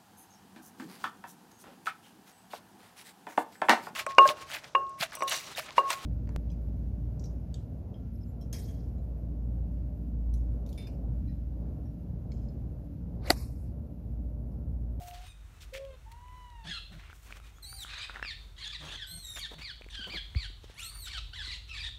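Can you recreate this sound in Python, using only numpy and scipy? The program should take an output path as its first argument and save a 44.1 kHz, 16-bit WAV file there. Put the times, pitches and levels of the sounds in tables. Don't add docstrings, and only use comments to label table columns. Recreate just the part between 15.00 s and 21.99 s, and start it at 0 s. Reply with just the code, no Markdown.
import sys
import numpy as np
from scipy import signal
from scipy.fft import rfft, irfft
from scipy.io import wavfile
from scipy.ndimage import uniform_filter1d

SR = 44100
rng = np.random.default_rng(int(sys.argv[2]) if len(sys.argv) > 2 else 0)


def digitize_waveform(pressure):
    field = np.atleast_2d(pressure).T
    bounded = np.clip(field, -1, 1)
    quanta = np.round(bounded * 32767).astype(np.int16)
    wavfile.write(sys.argv[1], SR, quanta)


N = 308170


def gain_of(db):
    return 10 ** (np.asarray(db) / 20)


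def evened(x):
    return x / np.sqrt(np.mean(x ** 2) + 1e-20)


def read(points, hz):
    f, value = np.transpose(points)
    return np.interp(np.log(hz + 1), np.log(f + 1), value)


def add(mix, s, sound):
    sound = sound[max(-round(s * SR), 0):]
    part = mix[max(round(s * SR), 0):][:len(sound)]
    part += sound[:len(part)]


def coloured(x, db_at):
    hz = np.fft.rfftfreq(len(x), 1 / SR)
    return irfft(rfft(x) * gain_of(db_at(hz)), len(x))


def wander(count, s):
    size = max(round(s * SR), 1)
    noise = rng.standard_normal(count)
    return evened(uniform_filter1d(uniform_filter1d(noise, size), size))


# frequency in Hz, relative density in dB per Hz.
AIR_COLOUR = [(15, -52), (25, -2.5), (43, -0.5), (64, -3.5), (130, -10), (223, -25.5), (531, -32.5),
              (1040, -32.5), (1330, -31.5), (3430, -38.5), (4870, -42.5), (6050, -41), (10400, -45),
              (12200, -47), (16000, -52)]
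# time in seconds, level in dB.
RUMBLE_SWELLS = [(0, -46.5), (1.4, -50), (3, -49.5), (4.1, -49), (4.6, -50.5), (5.1, -48.5), (5.45, -43.5),
                 (5.75, -52), (6.1, -44), (6.5, -44.5), (6.99, -45.5)]
HUSH_DB = -62.5


def air():
    t = np.arange(N) / SR
    without_bass = lambda f: read(AIR_COLOUR, f) - 20 / (1 + (f / 100) ** 4)
    only_bass = lambda f: read(AIR_COLOUR, f) - 40 / (1 + (160 / (f + 1)) ** 6)
    hush = gain_of(HUSH_DB) * evened(coloured(rng.standard_normal(N), without_bass))
    hush = hush * gain_of(wander(N, .1))

    roar = evened(coloured(rng.standard_normal(N), only_bass))
    hum_hz = 49 * (1 + .08 * wander(N, .05))
    hum = np.sin(2 * np.pi * np.cumsum(hum_hz) / SR) * gain_of(.52 * wander(N, .043))
    rumble = evened(roar + gain_of(-2) * evened(hum))
    return hush + rumble * gain_of(np.interp(t, *np.transpose(RUMBLE_SWELLS)))


# start in seconds, length in seconds, level in dB, centre in Hz,
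# fall below the centre in dB per octave, fall above it in dB per octave.
RUSTLES = [(-.05, 0.19, -55.5, 3980, 0, 1.6), (0.092, .22, -58, 3120, 4, 8.5),
           (0.6, 0.059, -56.5, 3380, 9, 7.7), (0.731, 0.06, -46.5, 2400, 12, 8.2),
           (1.113, 0.016, -57, 2000, 10, 5), (1.641, 0.047, -55.5, 2500, 2.5, 18),
           (1.906, .11, -61, 1500, 21, 8), (1.978, .16, -56.5, 2270, 6, 13.4),
           (2.119, 0.18, -62.5, 7900, 0, 4.7), (2.239, 0.16, -57, 1950, 1, 6.4),
           (2.421, 0.1, -63.5, 2500, 3, 7.5), (2.831, 0.27, -51.5, 1630, 12, 13),
           (3.074, .16, -51.5, 1670, 6.5, 12.2), (3.79, 0.2, -53, 1370, 0.5, 8.6),
           (4.356, .039, -45.5, 2540, 3, 9.5), (4.506, 0.043, -51.5, 903, 0, 6.5),
           (4.577, .066, -51.5, 2650, 4, 11), (4.987, 0.046, -52, 200, 4, 13),
           (5.057, .13, -48, 200, 5, 5.8), (5.604, 0.21, -61, 3760, 2, 13),
           (5.9, 0.11, -60.5, 1210, 21, 12), (6.675, 0.026, -56.5, 3030, 12, 13)]


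def rustles():
    out = np.zeros(N)
    for s, length, db, hz, below_db, above_db in RUSTLES:
        count = round(length * SR)
        fine, clumps = 2.47 * wander(count, .00066), 2.84 * wander(count, .02)
        grains = rng.standard_normal(count) * gain_of(fine + clumps)
        octaves = lambda f: np.log2((f + 30) / hz)
        sound = coloured(grains, lambda f: np.minimum(below_db * octaves(f), -above_db * octaves(f)))
        add(out, s, gain_of(db) * evened(sound) * signal.windows.tukey(count, .4))
    return out


def torn(x, patchy_db):
    z = signal.stft(x, nperseg=256, noverlap=192)[2]
    patches = rng.standard_normal(z.shape)
    patches = uniform_filter1d(patches, 2, 0)
    patches = uniform_filter1d(patches, 14, 1)
    streaks = z * gain_of(patchy_db * evened(patches))
    return evened(signal.istft(streaks, nperseg=256, noverlap=192)[1][:len(x)])


def call(rows, mouth, rasp, jitter, shimmer_db, breath_db, half_db):
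    s, *columns = np.transpose(rows)
    t = np.arange(s[0], s[-1], 1 / SR)
    hz, level_db, tilt_db, hoarse = (np.interp(t, s, c) for c in columns)
    hoarse = np.clip(hoarse, .02, .98)
    shake = wander(len(t), .00122) + 1.135 * wander(len(t), .00758)
    hz = hz * (1 + jitter * hoarse * shake)

    order = np.arange(1, 21)[:, None] / 2
    half = gain_of(half_db) * hoarse ** 2
    size = gain_of(read(mouth, order * hz) + tilt_db * np.log2(order))
    size = size * np.where(order % 1 > 0, half, 1)
    size = size * (order * hz < 16000)
    size = size / np.sqrt((size ** 2).sum(0) / 2)

    flutter = np.array([wander(len(t), .029) for _ in order])
    flutter_db = 2.2 * np.log2(1 + order) * np.sqrt(hoarse) * flutter
    size = size * gain_of(flutter_db - 2 * hoarse * order)
    tone = (size * np.sin(2 * np.pi * order * np.cumsum(hz) / SR)).sum(0)
    tone = tone * gain_of(shimmer_db * np.sqrt(hoarse) * wander(len(t), .0036))

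    breath = coloured(rng.standard_normal(len(t)), lambda f: read(rasp, f))
    breath = torn(breath, patchy_db=6)
    breath = breath * gain_of(2.3 * wander(len(t), .012))
    sound = np.sqrt(1 - hoarse ** 2) * tone + gain_of(breath_db) * hoarse ** 2 * breath
    fades = signal.windows.tukey(len(t), min(.026 / (s[-1] - s[0]), 1))
    return s[0], gain_of(level_db) * sound * fades


# start in seconds, length in seconds, start pitch in Hz, turning pitch
# in Hz, end pitch in Hz, level in dB, change by the end in dB, tilt of the overtones at the start and
# at the end in dB per octave.
COOS = [(0, .26, 715, 710, 740, -49, -9, -28, -26), (.23, .105, 1335, 1260, 1165, -60, -2, -1.5, -1.5),
        (.53, .07, 1375, 1310, 1240, -70, 0, -8, -8), (.722, .243, 518, 547, 505, -42, -16, -30, -9),
        (1.055, .615, 870, 1000, 865, -55, -2, -26, -16), (2.42, .06, 1270, 1230, 1190, -62, -6, -7, -7),
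        (2.63, .23, 840, 778, 805, -65, 2, -10, -10), (3.97, .23, 1535, 1530, 1490, -59, -6, -16, -18),
        (5.81, .09, 1400, 1340, 1270, -52, -10, -15, -18)]
# frequency in Hz, gain in dB.
COO_MOUTH = [(500, 0), (1000, -3), (1500, -3), (2200, 6), (3000, 13), (3700, 15), (4400, 10), (6000, 8),
             (7500, 5), (9000, 17), (10500, 0), (14000, 0)]
# frequency in Hz, gain in dB.
CALL_RASP = [(700, -21), (1500, -7), (2600, -2), (3300, 6), (4400, 0), (5200, -8), (6500, -9.5),
             (9200, -15), (10500, -18.5), (15000, -47)]
COO_TURN_AT, COO_SWELL_DB, COO_HOARSE = .46, -4, .14


def coo(s, length, start_hz, turn_hz, end_hz, db, fade_db, tilt_db, end_tilt_db):
    u = np.linspace(0, 1, num=24)
    side = np.interp(u, [0, COO_TURN_AT, 1], [-1, 0, 1])
    hz = turn_hz + (np.where(side < 0, start_hz, end_hz) - turn_hz) * side ** 2
    soft_start_db = COO_SWELL_DB * (1 - u) ** 3 * (s > 0)
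    level_db = db + soft_start_db + fade_db * u ** 2
    tilt = tilt_db + (end_tilt_db - tilt_db) * u
    return np.transpose([s + u * length, hz, level_db, tilt, COO_HOARSE + 0 * u])


def coos():
    out = np.zeros(N)
    for row in COOS:
        add(out, *call(coo(*row), COO_MOUTH, CALL_RASP, jitter=.015, shimmer_db=5, breath_db=-30, half_db=-32))
    return out


def knocks(rows, cycles, share, share_per_db):
    out, t = np.zeros(N), np.arange(900) / SR
    for s, db, hz in rows:
        ring = np.sin(2 * np.pi * hz * t) * np.exp(-hz * t / (2 * cycles))
        noise = rng.standard_normal(len(t))
        dull = evened(signal.lfilter([1, .4], [1, -.4], noise))
        crack = np.clip(share + share_per_db * (db + 40), 0, 1)
        add(out, s, gain_of(db) * ((1 - crack) * ring + crack * dull * np.exp(-t / .001)))
    return out


# start in seconds, level in dB, ring in Hz.
TICKS = [(.1115, -38, 2770), (.633, -44, 1510), (.7506, -30, 2170), (.7783, -41, 2160), (.851, -41.5, 3120),
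         (1.2137, -56, 4500), (1.283, -47, 2500), (1.5025, -48, 4000), (2.1002, -41, 1430),
         (2.1297, -38, 1500), (2.3073, -38.5, 1520), (2.325, -29, 2400), (2.4005, -42.5, 1340),
         (2.5844, -43, 1360), (2.7286, -37.5, 1420), (2.8484, -33.5, 1410), (3.0968, -29, 1430),
         (3.1394, -48, 1630), (3.1596, -29.5, 1840), (3.1687, -33, 1370), (3.1964, -32, 1520),
         (3.2275, -20, 1720), (3.249, -30, 1690), (3.2575, -32, 2500), (4.8205, -35, 2430),
         (4.8444, -39, 2320), (4.8875, -39, 2230), (5.0433, -31.5, 2770), (5.3496, -32, 2080),
         (6.8893, -36.5, 1830)]


def ticks():
    return knocks(TICKS, cycles=1.18, share=.17, share_per_db=-.025)


# start in seconds, length in seconds, pitch in Hz, level in dB,
# change by the end in dB.
SCREECHES = [(1.635, .17, 1633, -47, -3.5), (2.869, 0.2, 1934, -47.5, 3), (3.556, .07, 1800, -56, 6),
             (3.78, 0.19, 1690, -49, 8.5), (4.894, 0.071, 1720, -47, 7), (5.772, 0.11, 1400, -53, -3),
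             (6.053, 0.041, 1492, -41, 5), (6.419, .16, 2004, -42, -6), (6.73, .17, 1910, -46.5, -1)]
# frequency in Hz, gain in dB.
CHIRP_MOUTH = [(800, -16), (1200, -8), (1800, -7), (2500, -8), (3200, 2), (4200, 1), (5200, -13),
               (6500, -26), (9000, -27), (10500, -38), (15000, -48)]
SCREECH_SWELL_S, SCREECH_SWELL_DB = .058, -4.5
SCREECH_HOARSE, SCREECH_TILT_DB = .82, 0


def screech(s, length, hz, db, change_db):
    shape = [(0, SCREECH_SWELL_DB), (min(SCREECH_SWELL_S, length / 2), 0), (length, change_db)]
    return [(s + t, hz, db + d, SCREECH_TILT_DB, SCREECH_HOARSE) for t, d in shape]


def rough_call(rows):
    return call(rows, CHIRP_MOUTH, CALL_RASP, jitter=.055, shimmer_db=3.5, breath_db=-.5, half_db=-6)


def screeches():
    out = np.zeros(N)
    for row in SCREECHES:
        add(out, *rough_call(screech(*row)))
    return out


# start in seconds, length in seconds, level in dB, pitch in Hz.
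GRUNTS = [(1.642, 0.085, -49, 175.8), (1.898, 0.09, -51, 161.6), (3.794, 0.093, -51.5, 157.4),
          (4.11, 0.084, -54.5, 156), (4.54, 0.074, -55.5, 151)]
GRUNT_OVERTONES = [6.5, -9.5, -95, -8.5, -26, -35]


def grunts():
    out = np.zeros(N)
    for s, length, db, hz in GRUNTS:
        t = np.arange(0, length, 1 / SR)
        turns = np.cumsum(hz * (1 + .107 * wander(len(t), .0105))) / SR
        tone = sum(gain_of(d) * np.sin(2 * np.pi * k * turns) for k, d in enumerate(GRUNT_OVERTONES, 1))
        level = gain_of(db + 1.7 * wander(len(t), .0048))
        add(out, s, level * evened(tone) * np.hanning(len(t)) ** .15)
    return out


# start in seconds, rise in seconds, fall in seconds,
# start pitch in Hz, top pitch in Hz, end pitch in Hz, level in dB, hoarseness from 0 to 1.
CHIRPS = [(1.66, .04, 0.038, 1558, 1816, 1528, -35, .52),
          (1.725, 0.0044, 0.069, 1400, 1394, 1332, -42, .35),
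          (2.881, 0.034, 0.041, 1970, 2533, 2490, -44.5, 0.58),
          (2.96, 0.027, 0.074, 1332, 2415, 2510, -43, .55),
          (3.22, 0.032, 0.09, 2454, 2620, 1650, -39, 0.47),
          (3.575, 0.036, 0.08, 1870, 2113, 1557, -39.5, .7),
          (3.693, 0.0057, 0.024, 1840, 1905, 1583, -41, 0.71),
          (3.714, .015, 0.046, 2595, 2564, 1687, -39.5, .6),
          (3.965, .015, .075, 2060, 2046, 1489, -42, 0.44),
          (4.385, 0.022, 0.069, 1803, 2357, 1518, -38.5, 0.53),
          (4.605, 0.034, 0.086, 2087, 2390, 1455, -40, .4),
          (4.949, 0.0071, 0.12, 1610, 1600, 1530, -41, 0.44),
          (5.09, 0.033, 0.079, 1600, 2486, 1500, -37, 0.54), (5.35, .035, .09, 1900, 2470, 1444, -38, 0.52),
          (6.071, 0.035, 0.024, 1050, 2400, 2130, -40, .6),
          (6.122, 0.0058, 0.07, 1735, 1781, 1249, -35.5, 0.72),
          (6.325, 0.046, .065, 1150, 1950, 1414, -37, .6),
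          (6.46, 0.0046, 0.054, 2010, 1980, 2016, -43, 0.35),
          (6.499, 0.0049, 0.044, 2770, 2700, 1720, -40.5, 0.48),
          (6.684, 0.039, 0.082, 2536, 2683, 1550, -40, 0.58),
          (6.779, 0.023, .025, 2270, 2448, 2310, -37.5, 0.39),
          (6.821, 0.0042, 0.067, 1960, 1936, 1762, -37, 0.58)]
START_DB, TOP_DB, END_DB = -8.5, -5.5, -4
LOUDEST_AT = .64
SLIDE_TURN = .85
SLIDE_HURRY = .75
CLEARS_BY = .1
CHIRP_TILT_DB = -2


def chirp(s, rise, fall, start_hz, top_hz, end_hz, db, hoarse):
    v = np.linspace(-1, 1, num=21)
    down, turn = np.maximum(v, 0), np.pi * SLIDE_TURN
    slide = (1 - np.cos(turn * down ** SLIDE_HURRY)) / (1 - np.cos(turn))
    hz = top_hz + np.where(v < 0, (start_hz - top_hz) * v ** 2, (end_hz - top_hz) * slide)
    level_db = db + np.interp(v, [-1, 0, LOUDEST_AT, 1], [START_DB, TOP_DB, 0, END_DB])
    t = s + rise + v * np.where(v < 0, rise, fall)
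    roughness = hoarse * (1 - CLEARS_BY * np.sin(np.pi * down))
    return np.transpose([t, hz, level_db, CHIRP_TILT_DB + 0 * v, roughness])


def chirps():
    out = np.zeros(N)
    for row in CHIRPS:
        add(out, *rough_call(chirp(*row)))
    return out


# time in seconds, pitch in Hz, level in dB.
SCREAMS = [
    [(2.53, 6400, -78), (2.59, 7000, -62)],
    [(2.62, 4430, -52), (2.645, 3920, -45.5), (2.67, 4420, -51.5), (2.76, 4710, -49), (2.79, 4110, -46.5),
     (2.83, 3584, -41.5), (2.845, 2900, -39)],
    [(4.06, 3560, -62), (4.08, 3985, -50), (4.16, 4340, -48.5), (4.19, 4146, -47), (4.21, 4200, -52),
     (4.25, 3824, -47), (4.3, 3764, -45), (4.38, 3580, -46), (4.415, 2803, -43)],
    [(5.73, 1304, -67), (5.79, 2337, -46), (5.825, 3420, -42.5), (5.86, 4260, -45), (5.92, 4595, -54.5),
     (5.96, 4540, -51.5), (6.0, 4490, -51.5), (6.065, 3660, -41), (6.082, 3225, -64)],
]
# frequency in Hz, gain in dB.
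SCREAM_MOUTH = [(1500, -6), (3000, 9.5), (4300, 4.5), (6000, -4.5), (8500, 0.5), (11000, -6), (13000, -7),
                (15500, -19)]
# frequency in Hz, gain in dB.
SCREAM_RASP = [(1000, 11), (2500, 17), (4300, 3), (6000, 21), (8500, 5), (11000, 19.5), (13000, -28),
               (15500, -34)]
SCREAM_PEAK_HZ = 4600
SCREAM_TILT_DB, TILT_LOSS_DB = 4.5, 7
SCREAM_HOARSE, HOARSE_PER_OCTAVE = .27, .15


def scream(points):
    rows = []
    for s, hz, db in points:
        off = abs(np.log2(hz / SCREAM_PEAK_HZ))
        rows.append((s, hz, db, SCREAM_TILT_DB - TILT_LOSS_DB * off, SCREAM_HOARSE + HOARSE_PER_OCTAVE * off))
    return rows


def screams():
    out = np.zeros(N)
    for points in SCREAMS:
        add(out, *call(scream(points), SCREAM_MOUTH, SCREAM_RASP, jitter=.02, shimmer_db=5, breath_db=5, half_db=8))
    return out


# start in seconds, level in dB, ring in Hz.
TAPS = [(4.363, -41, 633), (4.517, -35, 486), (4.594, -40.5, 263), (4.812, -36, 526), (4.864, -38, 417),
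        (4.993, -36, 240), (5.17, -47, 484), (5.353, -35.5, 276), (5.501, -44, 320), (5.642, -36, 440),
        (5.699, -38.5, 513), (6.478, -44, 295)]


def taps():
    return knocks(TAPS, cycles=.33, share=.1, share_per_db=0)


# start in seconds, level in dB, start pitch in Hz, end pitch in Hz, swing time in seconds.
BUMP = (5.357, -14.4, 110, 45, .0055)


def bump():
    s, db, start_hz, end_hz, swing = BUMP
    out, t = np.zeros(N), np.arange(0, .08, 1 / SR)
    hz = end_hz + (start_hz - end_hz) * np.exp(-t / (3 * swing))
    swell = (t / swing) ** 2 * np.exp(-t / swing)
    add(out, s, -gain_of(db) * swell * np.sin(2 * np.pi * np.cumsum(hz) / SR))
    return out


# frequency in Hz, time to fall by 60 dB in seconds.
TREE_ECHO = [(500, 0.16), (1500, 0.24), (3500, 0.62), (6000, 0.37), (9000, 0.42), (12000, 0.21)]


def trees(x):
    echoes = np.zeros(SR)
    at = np.arange(300, SR - 20, 20)
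    echoes[at + rng.integers(0, 20, len(at))] = rng.choice([-1., 1.], len(at))
    hz, t, z = signal.stft(echoes, SR, nperseg=256)
    decay = gain_of(-60 * t / read(TREE_ECHO, hz)[:, None])
    tail = signal.istft(z * decay, SR, nperseg=256)[1]
    return signal.fftconvolve(x, tail / np.linalg.norm(tail))[:N]


def scene():
    near = rustles() + ticks()
    troop = coos() + screeches() + grunts() + chirps() + screams()
    echo = trees(gain_of(-7.5) * troop + gain_of(-14.5) * near)
    return (air() + near + troop + echo + taps() + bump())[None]


# centre in Hz, width in Hz, depth in dB.
MIC_DIPS = [(4900, 300, -4), (10500, 700, -6)]
EDGE_HZ = 15780


def record(dry):
    dips = lambda f: sum(db / (1 + (2 * (f - hz) / width) ** 2) for hz, width, db in MIC_DIPS)
    bass = lambda f: -25 / (1 + (f / 33) ** 10)
    heard = coloured(dry[0], lambda f: dips(f) + bass(f))[None]
    band_limit = signal.firwin(1023, EDGE_HZ, window=("kaiser", 10), fs=SR)
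    return signal.oaconvolve(heard, band_limit[None], "same")


dry = scene()
out = record(dry)
digitize_waveform(out)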